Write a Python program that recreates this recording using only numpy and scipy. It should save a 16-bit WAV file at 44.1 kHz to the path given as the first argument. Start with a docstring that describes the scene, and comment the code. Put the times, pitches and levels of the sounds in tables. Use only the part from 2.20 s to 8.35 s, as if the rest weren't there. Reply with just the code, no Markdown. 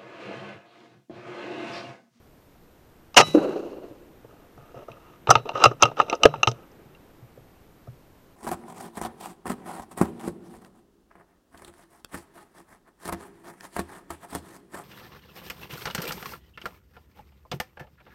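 """Barn interior: a pre-charged air rifle is fired once, heard by a microphone fixed to the rifle.
Hammer bounces, taps and bolt contacts are knocks plus chatter driving decaying sine modes of action and stock;
slides and rattle drive the same modes with gritty noise. The air blast is shaped noise that clips the input.
The pellet's far thud is a few soft modes; the barn answers with noise dying band by band.
Shaped noise gives the hiss and low murmur."""
import sys
import numpy as np
from scipy import signal
from scipy.fft import rfft, irfft
from scipy.io import wavfile

SR = 44100
rng = np.random.default_rng(int(sys.argv[2]) if len(sys.argv) > 2 else 0)


def unload_audio(sound):
    """Save the sound as a 16-bit wav file, at the path given as the first command line argument."""
    columns = np.transpose(np.atleast_2d(sound))
    # keep every value between -1 and 1, then stretch to whole-number steps
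    steps = np.round(np.clip(columns, -1, 1) * 32767)
    wavfile.write(sys.argv[1], SR, steps.astype(np.int16))


def level_to_linear(level):
    """Convert decibel levels to linear amplitude factors, elementwise."""
    exponent = np.asarray(level, float) / 20
    return 10 ** exponent


N = 271435
T = np.arange(N) / SR

# microphone hiss spectrum, relative: f/Hz, density/dB per Hz
HISS_COLOUR = [(20, -2.5), (95, -3.5), (259, -7.5), (450, -9.5), (1000, -17), (2040, -24), (4500, -30.5),
               (8000, -34), (11800, -35), (13000, -26), (14300, -31), (15600, -42)]
# barn murmur, swelling and sinking: t/s, level/dB
MURMUR_LEVEL = [(0, -69.5), (1, -61.5), (2.5, -58), (4.5, -55.5), (6.15, -68.5)]
# barn murmur spectrum, relative: f/Hz, density/dB per Hz
MURMUR_COLOUR = [(60, -18.5), (130, -7.5), (330, 0.0), (600, -12), (1500, -16), (4000, -30.5)]
# trigger sear, then bolt stops and latches: t/s, level/dB, then stock/dB, steel/dB, edge/dB re level
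CONTACTS = [(0.944, -33, -18, -3.5, -10), (2.717, -58, -10, 9, -3), (3.072, -17.5, -12.5, -8.5, -40.5),
            (3.092, -13, -8.5, -20, -41), (3.104, -5.5, -18.5, -15.5, -12),
            (3.108, -2.5, -29.5, -12.5, -10), (3.154, -8.5, -17.5, -2, -24.5), (3.255, -40.5, 1, -19, -35),
            (3.291, -25, -4.5, 1, -19), (3.356, -25, -8, -17, -50), (3.439, -3, -21.5, -5, -7),
            (3.454, -13, -5, 0, -15.5), (3.458, -11, -4.5, -6.5, -30.5), (3.512, -28, 3, -25, -30.5),
            (3.624, -4, -9.5, -9, -10.5), (3.632, -7.5, -19.5, -1, -23.5), (3.654, -15.5, -12.5, -9, -18),
            (3.714, -33.5, -1, -15.5, -35), (3.769, -32.5, -12, -11, -27), (3.8, -6.5, -41.5, -18.5, -35.5),
            (3.815, -29, -6, 0.5, -16), (3.882, -40.5, -7, -9, -19), (3.898, -31, -3.5, 8, -1.5),
            (3.928, -16, -6.5, -5.5, -30), (3.951, -38.5, 6.5, -10.5, -0.5), (4.034, -11.5, -18.5, 5.5, -7),
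            (4.054, -5.5, 8, -5.5, -18.5), (4.139, -23, -15, -15, -47), (4.158, -41, -11.5, -3, -33),
            (4.231, -12.5, -10.5, 2.5, -12), (4.273, -12, -7, 2, -15), (4.284, -36.5, 6, -44, 3.5),
            (4.315, -44.5, 9, 7, 5.5), (4.516, -56, -7, -11, -9), (4.749, -59.5, -9, 8, -16.5)]
# fingers tapping the stock: t/s, level/dB
TAPS = [(2.046, -53), (2.375, -50), (2.544, -47.5), (2.683, -45), (4.595, -57.5), (4.89, -62), (5.175, -55),
        (5.672, -50.5)]
# bolt sliding in its bore, hand on the stock: start/s, end/s, first level/dB, last level/dB, stock/dB re level
RUBS = [(2.078, 2.262, -60.5, -66.5, 5.5), (2.374, 2.53, -62.5, -59.5, 1.5),
        (2.549, 2.642, -48.5, -57.5, 6), (2.676, 2.788, -52, -61, -0.5),
        (2.785, 2.968, -55.5, -57.5, -11.5), (3.082, 3.095, -41.5, -17, 2.5),
        (3.251, 3.324, -47.5, -49.5, 8.5), (3.328, 3.451, -41.5, -20, -5), (3.59, 3.623, -55, -20.5, -14),
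        (3.76, 3.797, -51, -19, -7), (3.859, 3.947, -53.5, -32.5, 5), (3.985, 4.054, -65, -29, 9),
        (4.11, 4.222, -56, -51, -1), (4.34, 4.447, -64, -57.5, 3)]
# modes of action and stock: f/Hz, level/dB, t60/s (action() holds t60 to at least 4 ms)
BODY_MODES = [(312, -9, 0.02), (450, 2.5, 0.021), (571, 0, 0.029), (682, -3.5, .04), (777, -9, 0.03),
              (905, -6.5, 0.032), (1139, -13, 0.042), (1249.7, -0.9, 0.034), (1353, -6.5, 0.029),
              (1755, -23.5, 0.027), (2110, -18, .03), (2565, -3, 0.018), (2756, -2, 0.038),
              (2960, -8, 0.033), (3176, -13, .03), (3695, -4, 0.011), (4340, -37, 0.12), (3960, -14, 0.036),
              (5010, -2.5, 0.021), (5530, 2.5, 0.012), (5990, 0.5, 0.018), (6370, -4, 0.018),
              (7500, -6.5, 0.0057), (8130, -20.5, 0.022), (9000, -30, 0.0082), (11100, -26, 0.0033),
              (13600, -25.5, .008)]
# air rushing through valve and barrel: t/s, level/dB
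BLAST_LEVEL = [(.962, -41.5), (.966, -13), (.975, -1), (.99, -11.5), (1.015, -15), (1.026, -47.5),
               (1.06, -56), (1.15, -66)]
# air blast spectrum, relative: f/Hz, density/dB per Hz
BLAST_COLOUR = [(120, -46), (200, -15.5), (858, -6.5), (1090, -12.5), (2330, -14), (2750, -7.5),
                (3360, -21.5), (5910, -17), (15500, -54.5)]
# whole rifle rocking on its rest: t/s, level/dB
THUMPS = [(0.99, -28), (1.705, -50.5), (2.041, -49), (2.379, -40), (2.557, -43), (2.698, -48), (3.087, -24),
          (3.156, -30.5), (3.338, -40.5), (3.46, -22), (3.634, -22.5), (3.796, -34), (4.046, -22),
          (4.178, -35), (4.273, -19), (4.65, -47), (5.024, -42.5), (5.175, -36), (5.679, -37)]
# rocking modes: f/Hz, level/dB, t60/s
ROCK_MODES = [(121, 4.5, 0.17), (149, -11, 0.44), (216, -13.5, 0.16)]
# barn echo of the shot, spectrum, relative: f/Hz, density/dB per Hz
SHOT_ECHO_COLOUR = [(150, -5), (600, -13.5), (1260, -18.5), (1900, -27), (2750, -16), (3400, -27),
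                    (4600, -27), (6200, -23.5), (8000, -30), (14500, -32.5)]
# barn echo of the pellet strike, spectrum, relative: f/Hz, density/dB per Hz
STRIKE_ECHO_COLOUR = [(80, -32), (170, -13), (345, -1), (513, -4.5), (892, -19), (1400, -22), (1800, -34),
                      (2300, -39), (2750, -28.5), (3250, -47), (3900, -45), (4200, -39), (4700, -54),
                      (6200, -62), (9000, -59), (14500, -58)]
# barn decay: f/Hz, t60/s
ECHO_T60 = [(100, .7), (300, 1.35), (700, 1.17), (1800, 1.0), (4000, 1.5), (12000, 0.77)]
# blows that ping the air tube, the hammer first: t/s, level/dB
PINGS = [(1.012, -30), (3.11, -50), (4.056, -53)]
# air tube modes: f/Hz, level/dB
TUBE_MODES = [(156, -1), (1233, 3), (2003, -15), (2972, -4), (3919, 0), (4210, -20), (5410, -9),
              (6030, -20)]
# air tube decay, one per mode: t60/s
TUBE_T60_S = [.6, .16, .8, .3, .6, .6, .3, .5]
# far pellet strike, its first echoes, a late dull knock: t/s, level/dB
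STRIKES = [(1.142, -18), (1.147, -3.5), (1.170, -9.5), (1.215, -22), (1.274, -25), (1.709, -36)]
# modes of the struck target: f/Hz, level/dB, t60/s
STRUCK_MODES = [(312, 4, .075), (400, -9, .05), (456, -8, .05), (545, -2, .06), (720, -16, .03)]


def rms_one(x):
    """Scale to unit power."""
    return x / np.sqrt(np.mean(x ** 2) + 1e-20)


def at_hz(points, hz):
    """Read a table on a log-frequency axis."""
    table_hz, values = np.transpose(points)
    return np.interp(np.log(hz), np.log(table_hz), values)


def level_gain(rows):
    """Gain through time from a table of t/s, level/dB."""
    s, db = np.transpose(rows)
    return level_to_linear(np.interp(T, s, db))


def coloured(spectrum):
    """Noise with the given spectrum, silent beyond its top; rms 1."""
    hz = np.maximum(np.arange(N // 2 + 1) * SR / N, 1)
    gain = level_to_linear(at_hz(spectrum, hz)) * (hz < spectrum[-1][0])
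    return rms_one(irfft(rfft(rng.standard_normal(N)) * gain, N))


def softened(x, cut_hz):
    """Contact of finite length: double one-pole low-pass."""
    r = np.exp(-2 * np.pi * cut_hz / SR)
    return signal.lfilter([(1 - r) ** 2], [1, -2 * r, r * r], x)


def above(x, cut_hz):
    """Second-order high-pass."""
    return signal.sosfilt(signal.butter(2, cut_hz, "high", fs=SR, output="sos"), x)


def lumps(corner_hz):
    """Slow random curve, rms 1: noise through a double one-pole low-pass."""
    return rms_one(softened(rng.standard_normal(N), corner_hz))


def grit(per_s, spread_db):
    """Dense uneven micro-clicks of random sign; rms 1."""
    sizes = level_to_linear(spread_db * np.minimum(rng.exponential(1, N), 4))
    signs = rng.choice([-1, 1], N)
    present = rng.random(N) < per_s / SR
    return rms_one(sizes * signs * present)


def ring(force, hz, t60_s):
    """Two-pole mode: a unit click sets a decaying sine of height 1 ringing."""
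    r, w = level_to_linear(-60 / (t60_s * SR)), 2 * np.pi * hz / SR
    return signal.lfilter([0, np.sin(w)], [1, -2 * r * np.cos(w), r * r], force + 1e-18)


def struck(blows, modes, spread_db):
    """Every blow strikes every mode with a strength of its own."""
    s, db = np.transpose(blows)
    chance = rng.normal(0, 1, (len(s), len(modes)))
    out = np.zeros(N)
    for k, (hz, mode_db, t60_s) in enumerate(modes):
        force = np.zeros(N)
        force[(s * SR).astype(int)] = level_to_linear(db + mode_db + spread_db * chance[:, k])
        out += (-1) ** k * ring(force, hz, t60_s)      # neighbouring modes start in opposite phase
    return out


def background():
    """Steady microphone hiss and a low murmur of the building."""
    hiss = level_to_linear(-55.5) * coloured(HISS_COLOUR)
    return hiss + level_gain(MURMUR_LEVEL) * coloured(MURMUR_COLOUR)


def hammer_bounces():
    """The hammer strikes the valve and bounces, dying ever faster and losing its edge."""
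    blow_s, blow_db, bounce_s, loss_db = 0.97, -7.5, .01, 0.37
    stock_db, steel_db, edge_db, edge_loss_db = -5, -9, -8.5, 2.5
    return [(blow_s + bounce_s * k, blow_db - loss_db * k * k, stock_db, steel_db, edge_db - edge_loss_db * k)
            for k in range(7)]


def handled_contacts():
    """Finger taps, heavy in stock, and the listed contacts as rows of one kind."""
    stock_db, steel_db, edge_db = 9.5, -24, -22
    return [(s, db, stock_db, steel_db, edge_db) for s, db in TAPS] + CONTACTS


def knocks_and_chatter(contacts, rise_ms):
    """Each contact is one knock wrapped in chatter; less steel means longer chatter."""
    knocks, chatter = np.zeros((4, N)), np.zeros((4, N))      # rows: stock, receiver, steel, edge
    rise = rise_ms * SR / 1000
    for s, db, stock_db, steel_db, edge_db in contacts:
        fall_ms = 2.4 - 0.13 * steel_db
        fall = fall_ms * SR / 1000
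        gains, at = level_to_linear(db + np.array([stock_db, 0, steel_db, edge_db])), int(s * SR)
        lag = np.arange(-int(6 * rise), int(7 * fall))
        knocks[:, at] += gains
        chatter[:, at + lag] += gains[:, None] * np.exp(np.where(lag < 0, lag / rise, -lag / fall))
    return knocks, chatter


def rubbing(grip, steel_db, edge_db):
    """Sliding strokes as force on the four families; the grip comes and goes."""
    force = np.zeros((4, N))
    for start_s, end_s, first_db, last_db, stock_db in RUBS:
        a, b = int(start_s * SR), int(end_s * SR)
        stroke = level_to_linear(np.linspace(first_db, last_db, b - a)) * signal.windows.tukey(b - a, .15) * grip[a:b]
        force[:, a:b] += level_to_linear([[stock_db], [0], [steel_db], [steel_db + edge_db]]) * stroke
    return force


def rattling(handled, grip, edge_db):
    """Every handled contact leaves loose parts rattling, dying exponentially."""
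    level_db, t60_s, stock_db, steel_db = -29, 0.18, 5, -5.5
    jolts = np.zeros(N)
    for s, db, *_ in handled:
        jolts[int(s * SR)] = level_to_linear(db + level_db)
    rattle = signal.lfilter([1], [1, -level_to_linear(-60 / (t60_s * SR))], jolts + 1e-18) * grip
    return level_to_linear([[stock_db], [0], [steel_db], [steel_db + edge_db]]) * rattle


def action(chatter_db, rise_ms, edge_rub_db, slip_db):
    """Knocks, chatter, rubbing and rattle drive four families of modes: stock, receiver, steel, edge."""
    handled = handled_contacts()
    knocks, chatter = knocks_and_chatter(hammer_bounces() + handled, rise_ms)
    grip = level_to_linear(slip_db * lumps(corner_hz=490))
    chatter += rubbing(grip, steel_db=-10, edge_db=edge_rub_db)
    chatter += rattling(handled, grip, edge_rub_db)
    family = np.zeros((4, N))
    for k, (hz, mode_db, t60_s) in enumerate(BODY_MODES):
        part = int(hz > 720) + int(hz > 1900) + int(hz > 4500)
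        uneven = (-1) ** k * level_to_linear(4.5 * rng.standard_normal(N))      # no two knocks land alike
        rough = level_to_linear(chatter_db) * chatter[part] * grit(1500, spread_db=3.5)
        force = knocks[part] * uneven + rough
        family[part] += level_to_linear(mode_db) * ring(force, hz, max(t60_s, .004))
    # heavy parts meet more softly: less treble
    out = sum(softened(x, cut_hz) for x, cut_hz in zip(family, (1200, 4000, 6500, 18000)))
    return above(out, cut_hz=260)


def near_walls(x, level_db, t60_s):
    """Close boards and bales scatter each knock into a short diffuse tail."""
    age_s = np.arange(SR // 3) / SR
    tail = rng.standard_normal(len(age_s)) * level_to_linear(-60 * age_s / t60_s) * (age_s > .003)
    return x + level_to_linear(level_db) * signal.fftconvolve(x, tail / np.sqrt(np.sum(tail ** 2)))[:N]


def air_blast():
    """Air rushing through valve and barrel: shaped noise under a short envelope."""
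    during = (T > BLAST_LEVEL[0][0]) * (T < BLAST_LEVEL[-1][0])
    return level_gain(BLAST_LEVEL) * during * coloured(BLAST_COLOUR)


def thumps(push_hz):
    """Soft pushes into the low rocking modes, with the bass below them cut."""
    pushed = softened(struck(THUMPS, ROCK_MODES, spread_db=5.0), push_hz)
    return above(above(pushed, cut_hz=55), cut_hz=55)


def barn_echo(start_s, colour, level_db, swell_s):
    """A bang spreads through the barn as noise that dies band by band."""
    out, noise = np.zeros(N), coloured(colour)
    edges_hz = 80 * 2 ** np.arange(0, 7.6, .5)      # half octaves
    age_s = np.maximum(T - start_s, 0)
    for low_hz, high_hz in zip(edges_hz, edges_hz[1:]):
        band = signal.sosfiltfilt(signal.butter(2, [low_hz, high_hz], "band", fs=SR, output="sos"), noise)
        out += band * level_to_linear(-60 * age_s / at_hz(ECHO_T60, np.sqrt(low_hz * high_hz)))
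    flutter_db = 2.5 * lumps(corner_hz=30)      # walls and bales return the sound in uneven bunches
    return level_to_linear(level_db + flutter_db) * out * (1 - np.exp(-age_s / swell_s))


def tube_pings():
    """Hard blows set the air tube's long modes ringing."""
    modes = [(hz, db, t60_s) for (hz, db), t60_s in zip(TUBE_MODES, TUBE_T60_S)]
    return struck(PINGS, modes, spread_db=0)


def pellet_strike():
    """The far target's modes, struck and dulled by four low-pass poles."""
    thud = struck(STRIKES, STRUCK_MODES, spread_db=1.5)
    thud = softened(softened(thud, cut_hz=1300), cut_hz=1300)
    return above(thud, cut_hz=320)


def scene():
    """Rifle on the microphone, strike and echoes far away; mono."""
    parts = action(chatter_db=-20.5, rise_ms=.3, edge_rub_db=-12.5, slip_db=4)
    rifle = near_walls(parts, level_db=-24, t60_s=.12)
    shot_echo = barn_echo(1, SHOT_ECHO_COLOUR, level_db=-36, swell_s=0.038)
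    strike_echo = barn_echo(1.143, STRIKE_ECHO_COLOUR, level_db=-21.5, swell_s=0.0046)
    near = rifle + air_blast() + thumps(push_hz=435) + tube_pings()
    far = shot_echo + strike_echo + pellet_strike()
    return (background() + near + far)[None]


def low_pass(x):
    """Removes everything above the highest recorded frequency."""
    return signal.sosfilt(signal.butter(12, 15710, fs=SR, output="sos"), x)


def record(dry):
    """The input overloads with flat tops; a steep low-pass removes what lies above 16 kHz."""
    clipped = np.clip(dry, -.97, .97)
    mix = signal.sosfilt(signal.cheby2(10, 50, 16000, fs=SR, output="sos"), clipped)
    return low_pass(mix)


dry = scene()
out = record(dry)
unload_audio(out)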